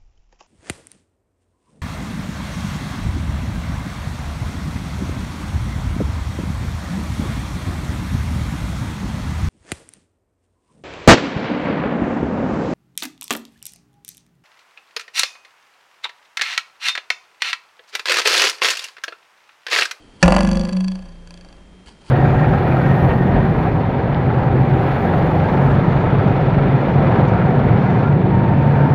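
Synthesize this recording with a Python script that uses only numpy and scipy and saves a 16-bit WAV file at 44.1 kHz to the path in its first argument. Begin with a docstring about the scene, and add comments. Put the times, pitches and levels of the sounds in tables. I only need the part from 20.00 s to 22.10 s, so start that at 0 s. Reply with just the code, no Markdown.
"""A sharp crack, then a buzzing rattle: a steel ruler, thumbed to a table edge, is bent down and let go.
On every swing it slaps the table, lifts and lands again, ringing its bending modes and the board;
the swings quicken as they shrink, leaving a soft hum. At the end the thumb shifts and drags the ruler.
One microphone, close to the table in a quiet room; the first slaps overload it."""
import sys
import numpy as np
from scipy import signal
from scipy.fft import rfft, irfft
from scipy.io import wavfile

SR = 44100
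rng = np.random.default_rng(int(sys.argv[2]) if len(sys.argv) > 2 else 0)


def pcm_store(signal):
    """Save signal as 16-bit PCM."""
    levels = np.round(np.clip(np.atleast_2d(signal), -1, 1) * 32767)
    wavfile.write(sys.argv[1], SR, levels.astype(np.int16).T)


N = 92610
TIME = np.arange(N) / SR
RELEASE_S, CONTACT_END_S = .2273, 1.6


def amp(db):
    """Decibels to gain."""
    return 10 ** (np.asarray(db) / 20)


def curve(rows, t, column=1):
    """One column of a table, interpolated at time t."""
    rows = np.array(rows)
    return np.interp(t, rows[:, 0], rows[:, column])


def colour(x, points):
    """Filters x by a spectrum of frequency_hz, gain_db points."""
    f, db = np.transpose(points)
    hz = np.fft.rfftfreq(len(x), 1 / SR)
    gain = amp(np.interp(np.log(hz + 1), np.log(f + 1), db))
    return irfft(rfft(x) * gain, len(x))


def noise(points, size):
    """Coloured noise of rms 1."""
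    x = colour(rng.standard_normal(size), points)
    return x / x.std()


def add(mix, start_s, sound):
    """Mixes a sound in at start_s."""
    part = mix[max(round(start_s * SR), 0):][:len(sound)]
    part += sound[:len(part)]


def ring(modes):
    """Response of a set of modes to one blow."""
    t = TIME[:SR // 4]
    return sum(amp(db - 60 * t / t60) * np.sin(2 * np.pi * hz * t) for hz, db, t60 in modes)


# Room tone, all around the microphone: frequency_hz, density_db
ROOM_TONE = [(15, -24), (25, 0), (110, -6), (200, -3), (330, -6), (600, -13), (1100, -18.5), (2000, -21),
             (4500, -29), (9700, -36), (11500, -41), (15600, -58)]

def room_tone(whine_hz=3185):
    """The quiet room: a low rush and a thin, steady whine."""
    return amp(-49.5) * noise(ROOM_TONE, N) + amp(-61.5) * np.sin(2 * np.pi * whine_hz * TIME)


def reverb(x, level_db=-15.5, t60_s=.66):
    """The walls return a short, faint tail with little bass."""
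    t = TIME[:SR // 2]
    tail = rng.standard_normal(len(t)) * amp(-60 * t / t60_s) * (t > .004)
    tail = signal.sosfilt(signal.butter(2, 350, "high", fs=SR, output="sos"), tail)
    return amp(level_db) * signal.fftconvolve(x, tail / np.linalg.norm(tail))[:N]


# Finger and thumb on the ruler, close up: time_s, level_db
RUB_LEVELS = [(0, -63.5), (.19, -61.5), (.222, -41), (.235, -78), (1.857, -89), (1.861, -48),
              (1.895, -48.5), (1.925, -60.5), (2.0, -74), (2.018, -53), (2.03, -64), (2.06, -52.5),
              (2.1, -46.5)]
# Colour of that friction: frequency_hz, density_db
RUB_SPECTRUM = [(180, -39), (300, -7), (370, -3), (518, -39), (840, -1.5), (1250, -17), (1400, -10),
                (1520, -20.5), (2550, -13), (3140, -6.5), (3570, -20), (4540, -9.5), (5600, -22.5),
                (9370, -21.5), (14000, -53)]
# High modes of the steel, also struck in the rattle: pitch_hz, level_db, t60_s
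STEEL_MODES = [(1014, -10, 0.07), (1680, -6, 0.048), (2624, -10, .025), (2767, -10.5, 0.016),
               (3352, -4, 0.015), (4588, 2.5, 0.018), (5790, -7.5, 0.015), (6100, -10.5, 0.011),
               (7360, -9.5, 0.0088), (8390, -14, 0.0075), (9130, -13, 0.0093)]

def thumb_rub():
    """Skin and steel slide with a fine grain that stirs the high modes."""
    grain_times = TIME[::128]
    grain_db = 2.9 * np.interp(TIME, grain_times, rng.standard_normal(len(grain_times)))
    force = amp(curve(RUB_LEVELS, TIME) + grain_db)
    steel = ring(STEEL_MODES)
    sing = signal.fftconvolve(force * rng.standard_normal(N), steel / np.linalg.norm(steel))[:N]
    return force * noise(RUB_SPECTRUM, N) + amp(-10) * sing


# The table top, at the release and as the thumb eases: start_s, pitch_hz, level_db, length_s
THUMPS = [(.232, 59, -11.5, 0.065), (1.854, 54.4, -41.5, 0.064)]

def table_thumps():
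    """A few slow cycles of the table top, swelling and dying."""
    out = np.zeros(N)
    for start, hz, db, length in THUMPS:
        t = np.arange(0, length, 1 / SR)
        add(out, start, -amp(db) * np.sin(np.pi * t / length) * np.sin(2 * np.pi * hz * t))
    return out


# One swing of the end overhanging the table: time_s, period_s
SWING_PERIODS = [(.2273, .0528), (.2796, .0424), (.37, .0419), (.46, .041), (.57, .0405), (.806, .0376),
                 (.955, .0362), (1.0, .033), (1.2, .0325), (1.28, .0332), (1.37, .0348), (1.45, .04)]

def swings():
    """Start times of the swings, each a period after the last."""
    times = [RELEASE_S]
    while times[-1] < TIME[-1]:
        times.append(times[-1] + curve(SWING_PERIODS, times[-1]))
    return np.array(times)


SLAP_AT, LIFT_AT, LAND_AT, GRAZE_AT = 0, .45, .6, .88  # shares of a swing

def contact_times(share):
    """The moment at this share of every swing that still touches the table."""
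    starts = swings()
    times = starts[:-1] + share * np.diff(starts)
    return times[starts[:-1] < CONTACT_END_S]


# Air and table pushed by the swing, at close range: time_s, fundamental_db, overtones_db
FLUTTER = [(.227, -36, -35), (.26, -28, -23), (.3, -26, -16.5), (.42, -39, -20), (.6, -26, -21),
           (.68, -37, -34.5), (.76, -40, -42), (1.1, -36, -47.5), (1.35, -42.5, -50), (1.65, -49.5, -45.5),
           (1.95, -64, -56.5)]
# Overtone about an octave above the twang: time_s, level_db
OCTAVE = [(.227, -60), (.24, -31), (.4, -24), (.53, -32.5), (.7, -36.5), (.82, -51.5), (.95, -65),
          (1.1, -75)]

def swing_flutter(lag_s=.004):
    """Harmonics of the swing: the lowest three flutter, the fourteenth brightens the twang."""
    starts = swings()
    phase = 2 * np.pi * np.interp(TIME - lag_s, starts, np.arange(len(starts)))
    wobble = .5 * np.interp(TIME, starts, rng.standard_normal(len(starts)))
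    fundamental = amp(curve(FLUTTER, TIME)) * np.sin(phase)
    overtones = amp(curve(FLUTTER, TIME, column=2)) * (np.sin(2 * phase) + amp(-8) * np.sin(3 * phase))
    octave = amp(curve(OCTAVE, TIME)) * np.sin(14 * phase + wobble)
    return octave - fundamental + overtones


# Hollow note of the ruler at the table edge: time_s, level_db
HOLLOW_LEVELS = [(.227, -4), (.3, -9.5), (.4, -11.5), (.47, -20), (.58, -18.5), (.7, -26.5), (.77, -28),
                 (.81, -39), (.89, -35.5), (1.0, -40.5), (1.2, -50.5), (1.5, -45.5), (1.6, -49)]

def hollow_note(t60_s=.093, rise_s=.0023, spread_hz=13.4):
    """The third bending mode, kicked by slap and landing, a little different in pitch and level each time."""
    out, t = np.zeros(N), TIME[:SR // 8]
    envelope = np.minimum(t / rise_s, 1) * amp(-60 * t / t60_s)
    for share, db, hz in (SLAP_AT, 0, 541.3), (LAND_AT, -2.5, 562):
        for start in contact_times(share):
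            detune, uneven = rng.standard_normal(2)
            gain = amp(db + curve(HOLLOW_LEVELS, start) + 1.6 * uneven)
            add(out, start, gain * envelope * np.sin(2 * np.pi * (hz + spread_hz * detune) * t))
    return out


# Soft hum of the overhanging end: time_s, pitch_hz, level_db
HUM = [(.69, 181.6, -49), (.718, 177, -25), (.76, 184, -13), (.8, 186, -14.5), (.89, 188.2, -17.5),
       (.96, 186.8, -25.5), (1.01, 189, -34.5), (1.08, 171.8, -40.5), (1.25, 171.8, -46.5),
       (1.37, 175.6, -40), (1.55, 180, -53), (1.8, 184.4, -44.5), (1.9, 182, -60)]

def hum():
    """The second bending mode rings on unbroken once the swings are small."""
    phase = 2 * np.pi * np.cumsum(curve(HUM, TIME)) / SR
    return amp(curve(HUM, TIME, column=2)) * np.sin(phase) * (TIME > HUM[0][0])


# Twang of the ruler as it lands on the table: time_s, level_db
TWANG_LEVELS = [(.26, -12), (.3, -9), (.39, -11), (.44, -7.5), (.56, -10.5), (.6, -12), (.64, -13.5),
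                (.68, -19), (.72, -16), (.8, -63)]

def twang(pitch_hz=176, bend_s=.013, fade_s=.0098, t60_s=.18):
    """The second bending mode, kicked by the release, then restarted slightly sharp by each landing."""
    out, t = np.zeros(N), TIME[:SR // 8]

    def gate(length_s):
        return np.clip(t / fade_s, 0, 1) * np.clip((length_s - t) / fade_s + 1, 0, 1)

    first_note = ring([(177, -2.5, .43)])[:len(t)]
    add(out, RELEASE_S, gate(length_s=.071) * first_note)
    cycles = np.cumsum(pitch_hz * (1 + .25 * np.exp(-t / bend_s))) / SR
    note = amp(-60 * (t - fade_s) / t60_s) * np.sin(2 * np.pi * cycles)
    landings = contact_times(LAND_AT)[1:]
    for start, length in zip(landings, np.diff(landings)):
        add(out, start, amp(curve(TWANG_LEVELS, start)) * gate(length) * note)
    return out


# Bright scrape of steel on the table edge: frequency_hz, density_db
SCRAPE = [(20, -43), (700, -11), (2500, 6.5), (4500, 2), (7000, 3), (10000, -22.5), (16000, 3.5)]

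def contacts(share, levels, knock_db, steel_db, chatter_s, uneven_db=1.5, scrape_t60_s=.018):
    """Once a swing steel chatters on wood: returns blows for the low and high modes, and grit."""
    t = TIME[:1024]
    low, high, grit = np.zeros((3, N))
    scrape_envelope = amp(-9 - 60 * t / scrape_t60_s) * np.minimum(t / chatter_s / 2, 1)
    for start in contact_times(share):
        knock = amp(curve(levels, start) + uneven_db * rng.standard_normal())
        steel = amp(curve(levels, start, column=2) + uneven_db * rng.standard_normal())
        chatter = rng.standard_normal(len(t)) * t * np.exp(-t / chatter_s)
        blow = .78 * chatter / np.linalg.norm(chatter)
        blow[round(chatter_s * SR)] += 1  # one clean hit at the height of the chatter
        add(low, start, np.array([knock]))
        add(high, start, steel * blow)
        add(grit, start, steel * noise(SCRAPE, len(t)) * scrape_envelope)
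    return np.array([amp(knock_db) * low, amp(steel_db) * high, grit])


# Contacts at the table edge, close up; the graze comes just before a slap: time_s, knock_db, steel_db
SLAPS = [(.227, 2, -4.5), (.28, 5, -20), (0.329, -4.5, -13), (.41, -8.5, -15), (.46, -17, -21.5),
         (.6, -21.5, -22.5), (.81, -28.5, -22), (.9, -32, -23.5), (0.999, -36.5, -36.5), (1.2, -56, -52.5),
         (1.599, -41, -65)]
LIFTS = [(.25, -10.5, -30), (.39, -7.5, -17), (.48, -11.5, -36), (.6, -22, -30), (.75, -26.5, -49),
         (1.0, -64, -63)]
LANDINGS = [(.26, -6, -24.5), (.39, -17, -17.5), (.52, -18.5, -19.5), (.62, -19.5, -24.5),
            (.72, -28.5, -43), (.8, -33, -52), (1.232, -58, -71), (1.27, -60, -34.5), (1.331, -36.5, -30.5),
            (1.405, -57, -39), (1.451, -37.5, -42.5), (1.529, -44, -40), (1.6, -70, -57)]
GRAZES = [(.5, -47, -43), (.68, -45, -30), (.8, -31, -32), (.88, -28, -34), (.98, -58, -41),
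          (1.099, -35.5, -46), (1.3, -80, -72)]
# Low modes of ruler and board together: pitch_hz, level_db, t60_s
KNOCK_MODES = [(340, -4.5, 0.11), (427, -13, 0.068), (658.3, -3, 0.069), (710, -2, 0.047), (785, -3, .09),
               (901.4, -6.5, 0.074), (1013, -6, 0.1), (1151, -18, 0.14), (1419, -10.5, 0.083),
               (1723, -11.5, 0.047), (1910, -27, 0.093)]
# Modes of the whole blade while it is off the wood: pitch_hz, level_db, t60_s
FREE_MODES = [(577, 1.5, .08), (1033, 3.5, 0.035), (1277, -9, 0.081), (1683, -1.5, 0.045),
              (1997, -9, 0.099), (2380, -11, 0.031), (3140, -16, 0.033)]
# Dull wooden clatter of the board: frequency_hz, density_db
CLATTER = [(20, 2.5), (110, -21), (200, -3), (450, -6.5), (750, 6), (1100, -4), (1300, -12), (1600, -11),
           (2100, -21.5), (2700, -5.5), (4000, -33), (9000, -32.5), (16000, -55)]

def rattle(board_t60_s=.034):
    """Slaps and landings ring the ruler against the board; between them the lifted blade rings freely."""
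    slap = contacts(SLAP_AT, SLAPS, knock_db=-10.5, steel_db=-9, chatter_s=.001201)
    graze = contacts(GRAZE_AT, GRAZES, knock_db=-20, steel_db=-9.5, chatter_s=.001)
    lift = contacts(LIFT_AT, LIFTS, knock_db=-14, steel_db=-21, chatter_s=.00096)
    land = contacts(LAND_AT, LANDINGS, knock_db=-14, steel_db=-8, chatter_s=.0008)
    low, high, grit = slap + graze + land
    lift_low, lift_high, lift_grit = lift
    t = TIME[:SR // 4]
    board = noise(CLATTER, len(t)) * amp(4 - 60 * t / board_t60_s)
    knocks = signal.fftconvolve(low, ring(KNOCK_MODES) + board)
    free_blade = signal.fftconvolve(lift_low, ring(FREE_MODES) + amp(-6) * board)
    steel = signal.fftconvolve(high + lift_high, ring(STEEL_MODES))
    return (knocks + free_blade + steel)[:N] + grit + lift_grit


# First crack on the table, right by the microphone: frequency_hz, density_db
CRACK = [(100, -16), (900, -4.5), (1150, -10), (1350, 5), (1500, -3), (1680, 4), (2050, -14.5), (2600, 2.5),
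         (3300, -20.5), (6000, -13), (16000, -51.5)]

def crack(t60_s=.053):
    """The first, hardest blow, with the whole bend behind it."""
    out, t = np.zeros(N), TIME[:4096]
    add(out, RELEASE_S, noise(CRACK, len(t)) * amp(-4 - 60 * t / t60_s))
    return out


def scene():
    """The ruler up close, the quiet room behind it, in mono."""
    ruler = crack() + rattle() + twang() + hum() + hollow_note() + swing_flutter()
    ruler += table_thumps() + thumb_rub()
    return (ruler + reverb(ruler) + room_tone())[None]


# Response of the microphone and recorder: frequency_hz, gain_db
MIC_RESPONSE = [(20, 0.5), (10000, 0), (11000, -4.5), (12000, -19.5), (15000, -18), (16000, -36)]

def record(dry, clip_level=.86, band_limit_hz=15750):
    """The first slaps overload the recorder; then its treble roll-off and band limit."""
    clipped = np.clip(dry[0], -clip_level, clip_level)
    lowpass = signal.firwin(511, band_limit_hz, window=("kaiser", 9), fs=SR)
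    return signal.fftconvolve(colour(clipped, MIC_RESPONSE), lowpass, "same")[None]


dry = scene()
out = record(dry)
pcm_store(out)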